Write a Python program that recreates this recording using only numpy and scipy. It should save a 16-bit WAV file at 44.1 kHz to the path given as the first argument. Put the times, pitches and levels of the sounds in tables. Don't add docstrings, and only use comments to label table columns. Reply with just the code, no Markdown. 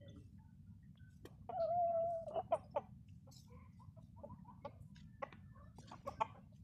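import sys
import numpy as np
from scipy import signal
from scipy.fft import rfft, irfft
from scipy.io import wavfile
from scipy.ndimage import uniform_filter1d

SR = 44100
rng = np.random.default_rng(int(sys.argv[2]) if len(sys.argv) > 2 else 0)


def int16_out(signal):
    q = np.round(np.clip(np.atleast_2d(signal).T, -1, 1) * 32767)
    wavfile.write(sys.argv[1], SR, q.astype(np.int16))


def gain_from_db(level_db):
    decades = np.asarray(level_db, float) / 20
    return 10 ** decades


N = 292383


def rms_one(x):
    return x / np.sqrt(np.mean(x ** 2) + 1e-20)


def at_hz(points, hz):
    table_hz, table_db = np.transpose(points)
    return np.interp(np.log(hz), np.log(table_hz), table_db)


def wobble(size, rate_hz):
    r = np.exp(-2 * np.pi * rate_hz / SR)
    noise = rng.standard_normal(max(N // 8, size + 2000))
    slow = signal.lfilter([1], [1, -2 * r, r * r], noise)
    return rms_one(slow[2000:2000 + size])


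def swell(rise_s, hold_s, fall_s):
    t = np.arange(int((rise_s + hold_s + 2 * fall_s) * SR)) / SR
    rising = np.sin(np.pi / 2 * np.clip(t / rise_s, 0, 1)) ** 2
    return rising * gain_from_db(-20 * np.clip(t - rise_s - hold_s, 0, None) / fall_s)


def add(track, s, sound):
    i = int(s * SR)
    track[i:i + len(sound)] += sound[:N - i]


def coloured(spectrum):
    hz = np.maximum(np.arange(N // 2 + 1) * SR / N, 1)
    return rms_one(irfft(rfft(rng.standard_normal(N)) * gain_from_db(at_hz(spectrum, hz)), N))


def band(x, low_hz, high_hz, order=3):
    edges_hz = [low_hz, min(high_hz, .45 * SR)]
    return signal.sosfilt(signal.butter(order, edges_hz, "band", fs=SR, output="sos"), x)


# (frequency [Hz], density [dB])
HISS = [(240, -25), (400, 0.5), (948, -7.5), (1550, -11.5), (1850, -11), (12400, -17), (14000, -18.5)]


def hiss():
    return gain_from_db(-89.5) * coloured(HISS)


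# (frequency [Hz], density [dB])
RUMBLE = [(25, -34.5), (40, -20), (50, -9), (101, -1), (205, -6.5), (255, -16.5), (310, -30.5),
          (620, -77.5)]
RUMBLE_DB, GUST_DB = -60, 2
DRONE_HZ, DRONE_DB = 97.5, -71
LEAK_DB, LEAK_FROM_DB, LEAK_SPAN_DB = -62.5, -69.5, 21


def traffic(birds):
    coarse = wobble(N // 16 + 2, 16 * 19.0)
    gust = np.interp(np.arange(N) / 16, np.arange(len(coarse)), coarse)
    drone = rms_one(band(rng.standard_normal(N), DRONE_HZ - 6, DRONE_HZ + 6, order=2))
    heard_db = 10 * np.log10(uniform_filter1d(birds ** 2, size=2600) + 1e-12)
    opened = np.clip((heard_db - LEAK_FROM_DB) / LEAK_SPAN_DB, 0, 1)
    skirt = gain_from_db(LEAK_DB) * opened * rms_one(band(rng.standard_normal(N), 200, 270, order=2))
    rumble = gain_from_db(RUMBLE_DB) * coloured(RUMBLE)
    return gain_from_db(GUST_DB * gust) * (rumble + skirt) + gain_from_db(DRONE_DB) * drone


# (time [s], length [s], pitch [Hz], level [dB])
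WHISTLES = [(0, 0.15, 558, -58), (0, 0.17, 1962, -69.5), (0, 0.098, 3100, -74.5), (0.061, 0.045, 1417, -73),
            (0.157, 0.04, 1302, -68), (0.377, 0.03, 1750, -75.5), (0.378, 0.16, 879, -72.5),
            (0.435, 0.13, 1496, -81.5), (0.659, 0.13, 1413, -86), (0.683, 0.093, 929, -82),
            (0.823, 0.06, 1880, -74), (0.971, 0.021, 3260, -66), (0.986, 0.18, 1520, -69),
            (1.417, 0.029, 1056, -79), (1.876, 0.046, 2620, -72), (1.922, 0.033, 1635, -77),
            (3.085, 0.016, 2750, -66), (4.607, 0.16, 2180, -73), (4.981, 0.18, 1370, -87),
            (5.8, .12, 530, -66), (4.18, .05, 650, -66), (6.35, .06, 540, -58), (6.35, .06, 1550, -70),
            (4.648, .025, 2190, -62), (4.35, .08, 970, -70), (6.1, .06, 600, -56), (4.385, .035, 1830, -78),
            (5.448, 0.073, 1306, -75), (6.141, 0.17, 1566, -68.5)]
# (time [s], length [s], first pitch
# [Hz], last pitch [Hz], level [dB])
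CHIRPS = [(0.08, 0.027, 3520, 3340, -60), (0.093, 0.02, 6260, 6020, -69.5),
          (0.182, 0.12, 2690, 2630, -83.5), (1.522, 0.08, 2860, 3280, -75), (1.8, 0.43, 1066, 1220, -73),
          (2.09, 0.18, 1469, 1467, -80.5), (2.32, 0.049, 2850, 2770, -69),
          (2.345, 0.056, 2934, 2840, -57.5), (2.35, 0.067, 2680, 2600, -68.5), (2.36, .06, 2090, 2100, -76),
          (2.53, 0.043, 5740, 5680, -77.5), (2.58, .04, 5570, 5270, -81), (2.632, 0.049, 4970, 5040, -75),
          (2.705, 0.043, 5300, 5240, -76), (2.765, 0.035, 6100, 6200, -73),
          (3.48, 0.091, 2365, 2280, -78.5), (3.52, 0.2, 2184, 1987, -77), (3.492, 0.14, 477.5, 563, -66),
          (3.62, .06, 2330, 2310, -77), (3.71, 0.13, 2000, 2040, -85), (1.522, .025, 1350, 1450, -62),
          (1.6, .04, 2200, 2150, -76), (1.6, .13, 3250, 3300, -78), (4.845, 0.32, 1015, 830, -80),
          (5.62, 0.093, 3900, 3800, -87), (5.62, 0.098, 5370, 5500, -91), (5.86, .05, 1100, 1120, -70),
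          (6.425, 0.029, 2740, 2650, -82)]
# (time [s], length [s], first pitch [Hz], last pitch
# [Hz], level [dB])
RASPS = [(0, 0.36, 289, 264.4, -61.5), (.014, 0.35, 428, 373, -71), (.07, 0.18, 3150, 3200, -77.5),
         (1.595, 0.096, 4310, 4260, -61.5), (1.61, 0.084, 2810, 2706, -73.5), (2.0, 0.053, 2790, 2760, -77),
         (2.034, 0.019, 461, 414, -52.5), (3.5, 0.28, 2300, 1900, -74), (5.8, 0.26, 320, 310, -70.5),
         (2.543, 0.033, 9020, 9040, -59.5), (6.055, .16, 5700, 4840, -67), (2.33, .09, 1800, 1900, -76),
         (5.815, .06, 1540, 1560, -70), (5.865, .12, 1620, 1600, -66), (5.57, .05, 1500, 1600, -70),
         (5.92, .08, 2200, 2150, -72), (6.1, .1, 2200, 2150, -72), (6.09, .08, 3200, 3300, -76),
         (6.523, 0.032, 3940, 3920, -81)]
# (time [s], length [s], pitch [Hz], level [dB], blur [Hz])
HELD = [
    (4.99, .56, 1760, -76.5, 24),
]
WHISTLE_SAG, CHIRP_BLUR, RASP_BLUR = 0.0084, 0.012, 0.073
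WAVERS_PER_NOTE = 4


def blurred_tone(pitch_hz, shape, blur_hz, steady, spread):
    phase = 2 * np.pi * np.cumsum(pitch_hz) / SR
    paths = wobble(len(shape), blur_hz) + 1j * wobble(len(shape), blur_hz)
    return shape * np.real((steady + spread * paths) * np.exp(1j * phase))


def whistles():
    out = np.zeros(N)
    notes = []
    for s, length_s, hz, level_db in WHISTLES:
        notes.append((s, length_s, hz, hz * (1 - WHISTLE_SAG), level_db, WAVERS_PER_NOTE / length_s))
    for rows, blur in [(CHIRPS, CHIRP_BLUR), (RASPS, RASP_BLUR)]:
        notes += [(*row, blur * row[2]) for row in rows]
    for s, length_s, first_hz, last_hz, level_db, blur_hz in notes:
        shape = swell(0.11 * length_s, 0.39 * length_s, 0.57 * length_s)
        pitch_hz = np.linspace(first_hz, last_hz, len(shape))
        add(out, s, gain_from_db(level_db) * blurred_tone(pitch_hz, shape, blur_hz, 0.16, .5))
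    for s, length_s, hz, level_db, blur_hz in HELD:
        shape = swell(.12, length_s, .06)
        pitch_hz = np.full(len(shape), float(hz))
        add(out, s, gain_from_db(level_db) * blurred_tone(pitch_hz, shape, blur_hz, .6, .45))
    return out


# (time [s], length [s], low edge [Hz], high edge [Hz], level [dB])
TICKS = [(.955, 0.0056, 640, 1930, -72.5), (1.252, 0.011, 320, 1000, -46), (1.253, 0.023, 1900, 13940, -62),
         (2.277, 0.034, 3200, 10100, -76), (3.447, 0.01, 3200, 9000, -79),
         (4.244, 0.029, 6980, 13500, -89.5), (4.648, 0.02, 2840, 5000, -62.5),
         (4.962, .012, 1550, 6900, -68), (5.222, 0.041, 3750, 6050, -76), (5.324, 0.016, 400, 3000, -54.5),
         (5.785, 0.0039, 2500, 14100, -70), (5.784, 0.012, 350, 700, -60), (5.785, .01, 750, 1250, -67),
         (6.07, 0.038, 4400, 14300, -65.5), (6.203, 0.03, 5400, 7840, -64.5)]
# (time [s], length [s], low edge [Hz], high edge [Hz], level [dB])
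KICKS = [(3.308, 0.14, 4200, 7800, -64.5), (3.37, .13, 3900, 8400, -79), (3.31, 0.15, 10400, 13580, -75),
         (3.72, 0.15, 4850, 6100, -84.5), (3.769, 0.092, 3780, 12700, -85.5),
         (4.8, 0.12, 7400, 12600, -81.5), (5.87, 0.13, 2860, 7200, -68), (5.91, 0.049, 1910, 2500, -75)]
# (time [s], length [s], low edge [Hz], high edge [Hz], level [dB])
SCUFFS = [(.12, 0.31, 4300, 11000, -89.5), (1.08, 0.17, 4170, 13200, -83.5), (2.0, 0.45, 4930, 11890, -88),
          (3.05, 0.2, 5050, 8900, -89.5), (3.999, 0.15, 3340, 11800, -89.5),
          (4.945, 0.081, 2100, 7000, -69), (5.748, 0.16, 3170, 9100, -73), (5.84, 0.29, 495, 3400, -77),
          (6.52, 0.17, 3050, 9850, -87.5)]
TICK_RISE, KICK_RISE, SCUFF_RISE = 0.19, 0.12, 0.29
SNAP = 14


def scuffs():
    out = np.zeros(N)
    for rows, rise in [(TICKS, TICK_RISE), (KICKS, KICK_RISE), (SCUFFS, SCUFF_RISE)]:
        for s, length_s, low_hz, high_hz, level_db in rows:
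            shape = swell(rise * length_s, 0, (1 - rise) * length_s)
            uneven_db = 3.2 * min(length_s / 0.039, 1) * wobble(len(shape), 66)
            grit = rng.standard_normal(len(shape)) * gain_from_db(uneven_db)
            if length_s < .02:
                grit[int(rise * length_s * SR)] += SNAP
            grit = signal.lfilter([1], [1, -.88], grit)
            add(out, s, gain_from_db(level_db) * shape * rms_one(band(grit, low_hz, high_hz)))
    return out


# (frequency [Hz], level [dB])
BEAK = [(1400, -16), (1650, -14.5), (2150, -3.5), (2500, -1), (2750, -21), (3050, -1), (3450, -25),
        (4200, -50)]
WIDEN_PER_DB = .5
ECHO_PER_DB, MEAN_CLUCK_DB = -0.35, -36
WASH_DB, WASH_TILT = 9, .7


def cluck(length_s, peak_db, first_hz, beak_db, goal_hz, pull, throat_hz, width_hz, rough, rise, hold, echo_db,
          lift=0, early=1, top_hz=1600, beak_scale=1):
    k = np.arange(1, 20)[:, None]
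    shape = swell(rise * length_s, hold * length_s, max(1 - rise - hold, .05) * length_s)
    size = len(shape)
    slide = 1 - np.clip(1 - np.arange(size) / SR / length_s, 0, 1) ** early
    pitch = (first_hz + pull * (goal_hz - first_hz) * slide) * (1 + 0.075 * rough * wobble(size, 56))
    hz = k * pitch

    half_width_hz = width_hz * gain_from_db(WIDEN_PER_DB * (beak_db + 36.5)) / 2
    throat = 1 / (1 + ((hz - throat_hz * (1 + lift * slide)) / half_width_hz) ** 2)
    throat *= np.clip((top_hz - hz) / 300, 0, 1) * np.clip(hz / 480, 0, 1) ** 3.5
    beak = gain_from_db(beak_db + at_hz(BEAK, hz * beak_scale)) * (hz > 1000)

    own = rng.integers(0, N // 20, (2, *k.shape)) + np.arange(size)
    flutter = wobble(N // 10, 30 + 90 * rough)[own[0]]
    scatter = wobble(N // 10, 160)[own[1]]
    lines = np.sin(k * 2 * np.pi * np.cumsum(pitch) / SR + np.pi / 3 * k ** 2)
    throat_gain = throat * (1 + 1.8 * rough * flutter)
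    beak_gain = beak * shape ** 0.26 * (0.73 + .6 * scatter)
    wave = np.sum((throat_gain + beak_gain) * lines, axis=0)
    scale = gain_from_db(peak_db) * shape / 2 / np.std(wave)

    sideways = np.sum((throat ** 1.3 + 1.3 * beak) * (0.25 + scatter) * lines, axis=0)
    wash = rms_one(signal.lfilter([1], [1, -WASH_TILT], rng.standard_normal(N // 8)))[:size]
    sideways = sideways + gain_from_db(WASH_DB + min(beak_db, -15)) * np.std(wave) * wash
    send_db = echo_db + ECHO_PER_DB * (peak_db - MEAN_CLUCK_DB)
    return scale * wave, gain_from_db(send_db) * scale * sideways


# (time [s], length [s], peak [dB],
# pitch [Hz], beak opening [dB])
NEAR_HEN = [(1.490, 0.031, -38.5, 245.2, -25), (2.508, 0.036, -42, 292, -36),
            (2.519, 0.051, -26.5, 362.2, -27), (2.741, 0.022, -47, 252, -45),
            (2.759, .036, -27.5, 321, -26.5)]
SHRILL_HEN = [(5.912, 0.014, -42, 225, -15), (6.238, .03, -47, 220, -26), (6.200, 0.031, -24.5, 212, -17)]
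FAR_HEN = [(3.264, 0.048, -59.5, 267.3, -29), (3.958, 0.052, -58.5, 329, -30),
           (6.338, 0.062, -56, 259.8, -22), (6.516, 0.024, -65, 307, -61)]
CROONING_HEN = [(3.446, 0.2, -63.5, 436, -26), (3.787, 0.056, -59.5, 408, -38)]
BRIGHT_HEN = [(5.218, 0.021, -32.5, 252, -7.5)]
PIPING_HEN = [(6.06, 0.03, -34.5, 550, -8)]
ROUGH_HEN = [(5.505, .23, -61, 510, -29)]
MUFFLED_HEN = [(4.231, 0.025, -39, 272, -67), (4.644, 0.031, -36, 263.7, -25)]
MUTTERING_HEN = [(5.926, .016, -46, 370, -30), (5.938, .014, -46, 345, -30), (6.047, .02, -56, 480, -5),
                 (6.085, .016, -41, 400, -30)]
LILTING_HEN = [(4.156, .05, -60, 425, -40), (4.286, .05, -54, 465, -46), (4.47, .044, -53, 460, -36)]
HUMMING_HEN = [(4.252, .04, -63, 440, -46), (4.443, .03, -59, 425, -46)]
# goal pitch [Hz], pull towards it [0-1], early [exponent], throat centre and width [Hz],
# throat lift [share], throat top [Hz], beak scale [ratio], rough [0-1], rise and hold [share of length], echo [dB]
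HENS = [(NEAR_HEN, dict(goal_hz=206.1, pull=0.65, throat_hz=641, lift=0.11, width_hz=210, rough=0.16, rise=0.1, hold=0.37, echo_db=-19)),
        (SHRILL_HEN, dict(goal_hz=224, pull=0.9, early=2.5, throat_hz=915, width_hz=125, beak_scale=.97, rough=0.1, rise=0.6, hold=0.1, echo_db=-18.5)),
        (MUTTERING_HEN, dict(goal_hz=450, pull=0.1, throat_hz=900, width_hz=500, rough=0.3, rise=0.4, hold=0.2, echo_db=-18)),
        (LILTING_HEN, dict(goal_hz=530, pull=0.8, throat_hz=980, width_hz=200, rough=0.1, rise=0.3, hold=0.6, echo_db=-20)),
        (HUMMING_HEN, dict(goal_hz=430, pull=0.3, throat_hz=880, width_hz=200, rough=0.15, rise=0.3, hold=0.5, echo_db=-22)),
        (BRIGHT_HEN, dict(goal_hz=296.6, pull=0.89, early=1.04, throat_hz=950, width_hz=1400, top_hz=1420, beak_scale=1.12, rough=0.17, rise=0.71, hold=0.26, echo_db=-20)),
        (PIPING_HEN, dict(goal_hz=570, pull=0.6, early=1.13, throat_hz=850, width_hz=1300, beak_scale=1, rough=0.25, rise=0.65, hold=0.15, echo_db=-20)),
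        (FAR_HEN, dict(goal_hz=304, pull=0.13, throat_hz=704, width_hz=360, rough=0.29, rise=0.28, hold=0.37, echo_db=-20.5)),
        (CROONING_HEN, dict(goal_hz=530, pull=0.94, early=2, throat_hz=890, width_hz=222, rough=0.33, rise=0.43, hold=0.7, echo_db=-24.5)),
        (ROUGH_HEN, dict(goal_hz=690, pull=.9, throat_hz=1200, width_hz=1100, rough=.5, rise=.35, hold=.3, echo_db=-25)),
        (MUFFLED_HEN, dict(goal_hz=314.5, pull=0.73, throat_hz=660, width_hz=290, rough=0.14, rise=0.31, hold=0.32, echo_db=-18.5))]


def clucks():
    dry, send = np.zeros((2, N))
    for rows, voice in HENS:
        for s, *row in rows:
            direct, sideways = cluck(*row, **voice)
            add(dry, s, direct)
            add(send, s, sideways)
    return band(dry, 87, 3500, order=5), band(send, 390, 3450, order=6)


# (time [s], pitch [Hz], level [dB])
CALL = [
    [(1.518, 681, -58.5), (1.532, 679, -45), (1.544, 757, -47), (1.566, 745, -41.5), (1.592, 652, -40.5),
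     (1.608, 672, -36.5), (1.654, 644, -36.5), (1.668, 598, -43.5)],
    [(1.666, 637, -47), (1.676, 618, -42), (1.71, 676, -36.5), (1.744, 698, -38.5), (1.792, 716, -35),
     (1.852, 675, -35), (1.88, 683, -38.5), (1.91, 681, -36), (1.929, 698, -44)],
    [(1.923, 700, -44), (1.949, 662, -36.5), (2.009, 666, -37), (2.109, 692.4, -41), (2.161, 656, -41.5),
     (2.219, 667, -50), (2.241, 632, -50), (2.255, 627, -79.5)],
    [(2.262, 680, -67), (2.268, 685, -46), (2.286, 577, -44.5), (2.302, 619.6, -49), (2.34, 662, -47),
     (2.363, 682, -36.5), (2.385, 690, -35.5), (2.404, 701, -39), (2.43, 720, -81)],
]
# (time [s], width [s], depth [dB])
FALTERS = [(1.588, 0.0022, -11.5), (1.699, 0.0038, -5.5), (2.302, .004, -14), (2.322, .003, -6),
           (2.333, .003, -5), (2.352, 0.0018, -15), (2.357, 0.0018, -12.5), (2.368, 0.0022, -10),
           (2.375, 0.0029, -4), (2.394, .003, -1)]
# (time [s], octave [dB], third partial [dB])
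OVERTONES = [(1.53, -39, -54.5), (1.599, -26.5, -58), (1.69, -27, -63), (1.73, -39.5, -47),
             (1.78, -46.5, -67.5), (1.83, -51, -60.5), (1.941, -32.5, -43), (2.049, -40.5, -52),
             (2.12, -50.5, -68), (2.292, -32.5, -55)]
SQUAWK_S, BETWEEN_LINES_DB = 2.3, -16
BREATH_DB, BREATH_PER_DB, FULL_DB, MOST_BREATH_DB, SQUAWK_BREATH_DB = -57.5, 1.16, -34.5, 16.5, 24.5


def long_call():
    out = np.zeros(N)
    breath = rms_one(band(rng.standard_normal(N), 500, 1250, order=6))
    for rows in CALL:
        s, *columns = np.transpose(rows)
        t = np.arange(s[0], s[-1], 1 / SR)
        size = len(t)
        pitch, level_db = [np.interp(t, s, c) for c in columns]
        squawk = np.clip((t - SQUAWK_S) / 0.0027, 0, 1)
        falter_db = sum(depth_db * np.exp(-((t - at) / width_s) ** 2) for at, width_s, depth_db in FALTERS)
        at, *overtones = np.transpose(OVERTONES)
        octave_db, third_db = [np.interp(t, at, c) for c in overtones]
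        leak_db = np.minimum(BREATH_PER_DB * (FULL_DB - level_db - falter_db), MOST_BREATH_DB)
        breath_db = BREATH_DB + leak_db + SQUAWK_BREATH_DB * squawk

        jitter = (0.007 + 0.04 * squawk) * wobble(size, 60)
        phase = 2 * np.pi * np.cumsum(pitch * (1 + jitter)) / SR
        tone = np.sin(phase)
        tone += gain_from_db(octave_db + 4.0 * wobble(size, 40)) * np.sin(2 * phase + .5 * wobble(size, 70))
        tone += gain_from_db(third_db + 6.0 * wobble(size, 20)) * np.sin(3 * phase + .3 * wobble(size, 70))
        tone += gain_from_db(third_db - 18 + 8.0 * wobble(size, 9)) * np.sin(4 * phase)
        between_lines = np.sin(phase * .6) + .5 * np.sin(phase * 3 / 2)
        tone += squawk * gain_from_db(BETWEEN_LINES_DB + 5.0 * wobble(size, 50)) * between_lines
        tone *= 1 + (0.018 + 0.16 * squawk) * wobble(size, 80)
        tone += gain_from_db(breath_db) * breath[int(s[0] * SR):][:size]
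        edge = np.clip(np.minimum(t - s[0], s[-1] - t) / 0.0056, 0, 1)
        add(out, s[0], np.sqrt(2) * gain_from_db(level_db + falter_db) * edge * tone)
    return out


def call_to_walls(call):
    squawking = np.arange(N) > SQUAWK_S * SR
    scatter = rms_one(band(rng.standard_normal(N), 86, 430, order=2))
    return gain_from_db(-39.0 + 8 * squawking) * call * (1 + 0.72 * squawking * scatter)


def yard(x):
    t60_s, gap_s, cut_hz = 0.35, 0.0053, 11000
    t = np.arange(SR // 2) / SR
    tail = rng.standard_normal(len(t)) * gain_from_db(-60 * t / t60_s) * np.clip(t / gap_s - 1, 0, 1)
    tail = signal.lfilter(*signal.butter(1, cut_hz, fs=SR), tail)
    return signal.fftconvolve(x, tail / np.sqrt(np.sum(tail ** 2)))[:N]


def noise_reduction(x, patchy_db):
    cells = signal.stft(x, nperseg=512)[2]
    chance = rng.standard_normal((cells.shape[0] // 3 + 1, cells.shape[1]))
    chance = rms_one(uniform_filter1d(chance, size=9, axis=1))
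    chance = np.repeat(chance, 3, axis=0)[:cells.shape[0]]
    gain = gain_from_db(patchy_db * np.minimum(chance, 1.2))
    return signal.istft(cells * gain, nperseg=512)[1][:N]


def scene():
    far, feet, call = whistles(), scuffs(), long_call()
    near, near_send = clucks()
    echoes = yard(near_send + call_to_walls(call) + gain_from_db(-14) * feet + gain_from_db(-16.5) * far)
    faint = noise_reduction(feet, patchy_db=9.5) + noise_reduction(echoes, patchy_db=4.5)
    rumble = traffic(gain_from_db(-23.5) * call + near + far + faint)
    return (call + near + far + faint + rumble + hiss())[None]


def low_pass(x):
    return signal.sosfilt(signal.butter(12, 14470, fs=SR, output="sos"), x)


def record(dry):
    return low_pass(dry)


dry = scene()
out = record(dry)
int16_out(out)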